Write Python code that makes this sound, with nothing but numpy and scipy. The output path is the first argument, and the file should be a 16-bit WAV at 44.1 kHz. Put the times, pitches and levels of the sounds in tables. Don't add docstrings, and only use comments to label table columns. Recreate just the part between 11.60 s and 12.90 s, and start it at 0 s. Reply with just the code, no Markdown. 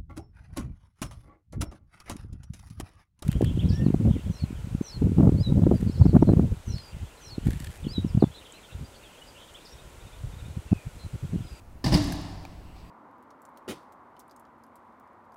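import sys
import numpy as np
from scipy import signal
from scipy.fft import rfft, irfft, next_fast_len
from scipy.io import wavfile

SR = 44100
rng = np.random.default_rng(int(sys.argv[2]) if len(sys.argv) > 2 else 0)


def pcm_store(signal):
    levels = np.round(np.clip(np.atleast_2d(signal), -1, 1) * 32767)
    wavfile.write(sys.argv[1], SR, levels.astype(np.int16).T)


N = 57330
T = np.arange(N) / SR

# pitch in Hz, width in Hz, level in dB.
PLATE_NOTES = [(1753, 120, 2), (2060, 41, -2), (2856, 89, 1), (3453, 19, -23), (3630, 29, 1.5),
               (3870, 41, 2), (4450, 230, 0), (4640, 90, -9), (4770, 44, 7), (5020, 73, -2),
               (5260, 26, 7.5), (5700, 130, -11)]
# start in seconds, level in dB.
WHEEL_LOADS = [(.243, -1.5), (.345, -1)]


def amp(db):
    return 10 ** (np.asarray(db) / 20)


def unit(x):
    return x / np.sqrt(np.mean(x ** 2) + 1e-20)


def along(points, hz):
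    pitches, values = np.transpose(points)
    return np.interp(np.log(hz + 1), np.log(pitches + 1), values)


def filtered(x, response):
    size = next_fast_len(N + SR // 2)
    return irfft(rfft(x, size) * response(np.fft.rfftfreq(size, 1 / SR)), size)[:N]


def shaped_noise(response):
    return unit(filtered(rng.standard_normal(N), response))


def peak(f, hz, width):
    return 1 / (1 + (2 * (f - hz) / width) ** 2)


def noise(colour, notes=()):
    ringing = lambda f: sum(amp(db) * peak(f, hz, width) for hz, width, db in notes)
    return shaped_noise(lambda f: amp(along(colour, f)) + ringing(f))


def since(start):
    return np.maximum(T - start, 0)


def swell(start, rise):
    return 1 - np.exp(-since(start) / rise)


def fade(start, t60, rise):
    return swell(start, rise) * np.exp(-np.log(1000) * since(start) / t60)


def sine(start, hz):
    return np.sin(2 * np.pi * hz * since(start))


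def outdoors():
    # frequency in Hz, relative level in dB.
    rumble_colour = [(15, -2), (25, 0.5), (70, 0.5), (120, -9), (190, -12.5), (400, -22.5), (900, -23),
                     (1600, -32), (3300, -44), (8000, -44.5), (15500, -48)]
    rolling_colour = [(80, -15), (170, 4.5), (300, -0.5), (500, -18.5), (950, -6.5), (1500, -18),
                      (2800, -14.5), (3500, -22.5), (4800, -23.5), (7000, -44), (15000, -43)]
    # time in seconds, level in dB.
    rolling_levels = [(0, -69), (.6, -50.5), (.95, -57), (1.1, -57.5), (1.2, -53), (1.3, -56.5)]
    rolling = amp(np.interp(T, *np.transpose(rolling_levels))) * noise(rolling_colour)
    whine = amp(-76) * swell(0.85, rise=0.06) * sine(0.85, hz=7950)
    return amp(-46.5) * noise(rumble_colour) + rolling + whine


def scrapes():
    # middle in seconds, level in dB, pitch in Hz, width in Hz, half length in seconds.
    far_scrapes = [(1.094, -68, 2750, 350, .05), (1.192, -63.5, 4520, 2000, 0.038),
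                   (1.262, -60.5, 980, 200, 0.056), (1.295, -69, 4770, 400, 0.033)]
    out = np.zeros(N)
    for middle, db, hz, width, half_length in far_scrapes:
        hiss = shaped_noise(lambda f: peak(f, hz, width))
        out += amp(db) * hiss * np.exp(-((T - middle) / half_length) ** 2)
    return out


def rattles():
    # start in seconds, level in dB.
    bursts = [(0.423, -45), (0.439, -40), (0.471, -44), (.495, -52), (.5215, -36), (.529, -52),
              (0.551, -47), (0.612, -49.5), (.826, -60)]
    # frequency in Hz, relative level in dB.
    colour = [(3000, -11), (7000, -11), (11500, -7.5), (16000, -19)]
    return sum(amp(db) * noise(colour) * fade(start, t60=0.045, rise=0.0015) for start, db in bursts)


def clicks():
    # start in seconds, level in dB, pitch in Hz, fade time in seconds,
    # then the snap and the knock in dB compared with the ring.
    air_clicks = [(.523, -29, 1664, 0.022, -10, -13), (.8513, -34, 2380, 0.015, -7.5, 6.5),
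                  (1.1643, -50.5, 2350, 0.022, -4.5, 12)]
    # frequency in Hz, relative level in dB.
    snap_colour = [(500, -7), (2500, -6), (3800, -1.5), (4800, -5), (5900, -4), (8000, -13.5), (12000, -16),
                   (16000, -14)]
    out = np.zeros(N)
    for start, db, hz, t60, snap_db, knock_db in air_clicks:
        ring = sine(start, hz) + amp(-9) * sine(start, hz * 1.58)
        knock = amp(knock_db) * sine(start, hz=762)
        snap = amp(snap_db) * noise(snap_colour) * fade(start, t60=0.011, rise=0.0001)
        out += amp(db) * ((ring + knock) * fade(start, t60, rise=0.00076) + snap)
    return out


def roof_wash():
    # frequency in Hz, relative level in dB.
    colour = [(25, -4.5), (55, 7.5), (100, -3.5), (170, 2), (230, -7), (300, -1), (400, -15.5), (500, -20),
              (680, -14), (1100, -17.5), (1400, -27), (1800, -22.5), (2600, -25.5), (3700, -21.5),
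              (4900, -20.5), (6300, -26.5), (10000, -35), (16000, -55)]
    # frequency in Hz, fade time in seconds.
    fade_times = [(60, 1.2), (170, 1.37), (300, 1.55), (450, 1.51), (700, 1.94), (2000, 1.32),
                  (5000, 1.206), (9000, 1.13), (15000, 1.5)]
    tinge = [(hz, width, db - 26) for hz, width, db in PLATE_NOTES]
    out = np.zeros(N)
    for start, load_db in WHEEL_LOADS:
        hz, t, bands = signal.stft(noise(colour, tinge), SR, nperseg=512)
        decay = np.exp(-np.log(1000) * np.maximum(t - start, 0) / along(fade_times, hz)[:, None])
        wash = signal.istft(bands * decay, SR, nperseg=512)[1][:N]
        out += amp(-26.5 + load_db) * wash * swell(start, rise=0.005)
    return out


def wall_echo(x):
    delay_s, bass_cut_hz = 0.176, 150
    return amp(-14) * filtered(x, lambda f: np.exp(-2j * np.pi * f * delay_s) * f / np.hypot(f, bass_cut_hz))


def ramp_boom():
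    # pitch in Hz, level in dB, fade time in seconds.
    ramp_notes = [(55, -33.5, 2.7), (95.64, -34, 1.83), (163.54, -36, 2.38), (174.3, -36, 0.91),
                  (254, -38, 0.96), (283.5, -35, 1.3), (292, -32, .8), (337.8, -42, 1.26),
                  (630, -43.5, 1.4), (660, -50.5, 1.3), (754, -50.5, 1.94), (784, -48, 0.42),
                  (1047, -49.5, .9)]
    out = np.zeros(N)
    for start, load_db in WHEEL_LOADS:
        for hz, db, t60 in ramp_notes:
            waver = 1 + 0.35 * shaped_noise(lambda f: np.exp(-(f / 14) ** 2))
            out += amp(load_db + db) * waver * fade(start, t60, rise=0.0098) * sine(start, hz)
    return out


def ramp_flex():
    middle_s, half_length_s, hz = 0.341, 0.026, 55.8
    t = T - middle_s
    return amp(-16) * np.exp(-(t / half_length_s) ** 2) * np.sin(2 * np.pi * hz * t)


def deck_thumps():
    # start in seconds, peak level in dB, pitch in Hz, rise time in seconds.
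    thumps = [(0.2422, -24, 265, 0.0026), (0.2441, -25, 110, 0.005), (.2500, -26, 245, 0.0048),
              (0.2643, -15.5, 156, .006), (0.298, -22.5, 131.4, 0.014), (0.3224, -12.5, 156, 0.0015),
              (0.3346, -16, 254, 0.002), (0.346, -13, 168, 0.0061), (.372, -20.5, 294, .011),
              (0.383, -22, 98.7, 0.018)]
    out = np.zeros(N)
    for start, db, hz, rise in thumps:
        age = since(start) / rise
        out += amp(db) * age * np.exp(1 - age) * sine(start, hz)
    return out


def wheel_blows():
    # start in seconds, clank, ring and knock levels in dB, fade time in seconds.
    blows = [(0.2414, -28.5, -27.5, -23.5, 0.051), (0.261, -31.5, -31.5, -23, 0.064),
             (.278, -40, -44, -25, 0.095), (0.3206, -33.5, -29.5, -21, 0.077),
             (0.328, -30, -33, -25.5, 0.1), (0.339, -27, -22.5, -34, 0.055), (0.3419, -27, -23, -21, 0.073),
             (0.359, -32, -41, -22.5, 0.045), (0.372, -32, -52, -29.5, 0.077)]
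    # frequency in Hz, relative level in dB.
    clank_colour = [(600, -20), (1300, -16.5), (1900, -1), (2500, -7.5), (3200, -7), (4000, -4.5),
                    (5400, -3), (6400, -14), (9000, -14.5), (13000, -21.5), (16000, -34)]
    ring_colour = [(500, -38), (3500, -27), (5000, 2), (6500, -32), (15000, -35)]
    knock_colour = [(100, -17), (200, -0.5), (300, -3), (400, -5.5), (490, -14.5), (640, -11), (850, -12.5),
                    (1050, -17.5), (1400, -25), (3000, -41.5)]
    # pitch in Hz, width in Hz, level in dB.
    deck_notes = [(383, 66, -15), (625, 35, 1.5), (778, 25, -5.5), (1035, 51, -6.5)]
    out = np.zeros(N)
    for start, clank_db, ring_db, knock_db, t60 in blows:
        clank = amp(clank_db) * noise(clank_colour)
        ring = amp(ring_db) * noise(ring_colour, PLATE_NOTES)
        knock = amp(knock_db) * noise(knock_colour, deck_notes)
        out += (clank + ring) * fade(start, t60, rise=0.0015) + knock * fade(start, t60, rise=0.0013)
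    return out


def scene():
    thud = deck_thumps() + ramp_flex()
    takeoff = wheel_blows() + thud + wall_echo(thud) + ramp_boom() + roof_wash()
    return (takeoff + rattles() + clicks() + scrapes() + outdoors())[None]


def record(dry):
    return filtered(dry[0], lambda hz: hz < 15900)[None]


dry = scene()
out = record(dry)
pcm_store(out)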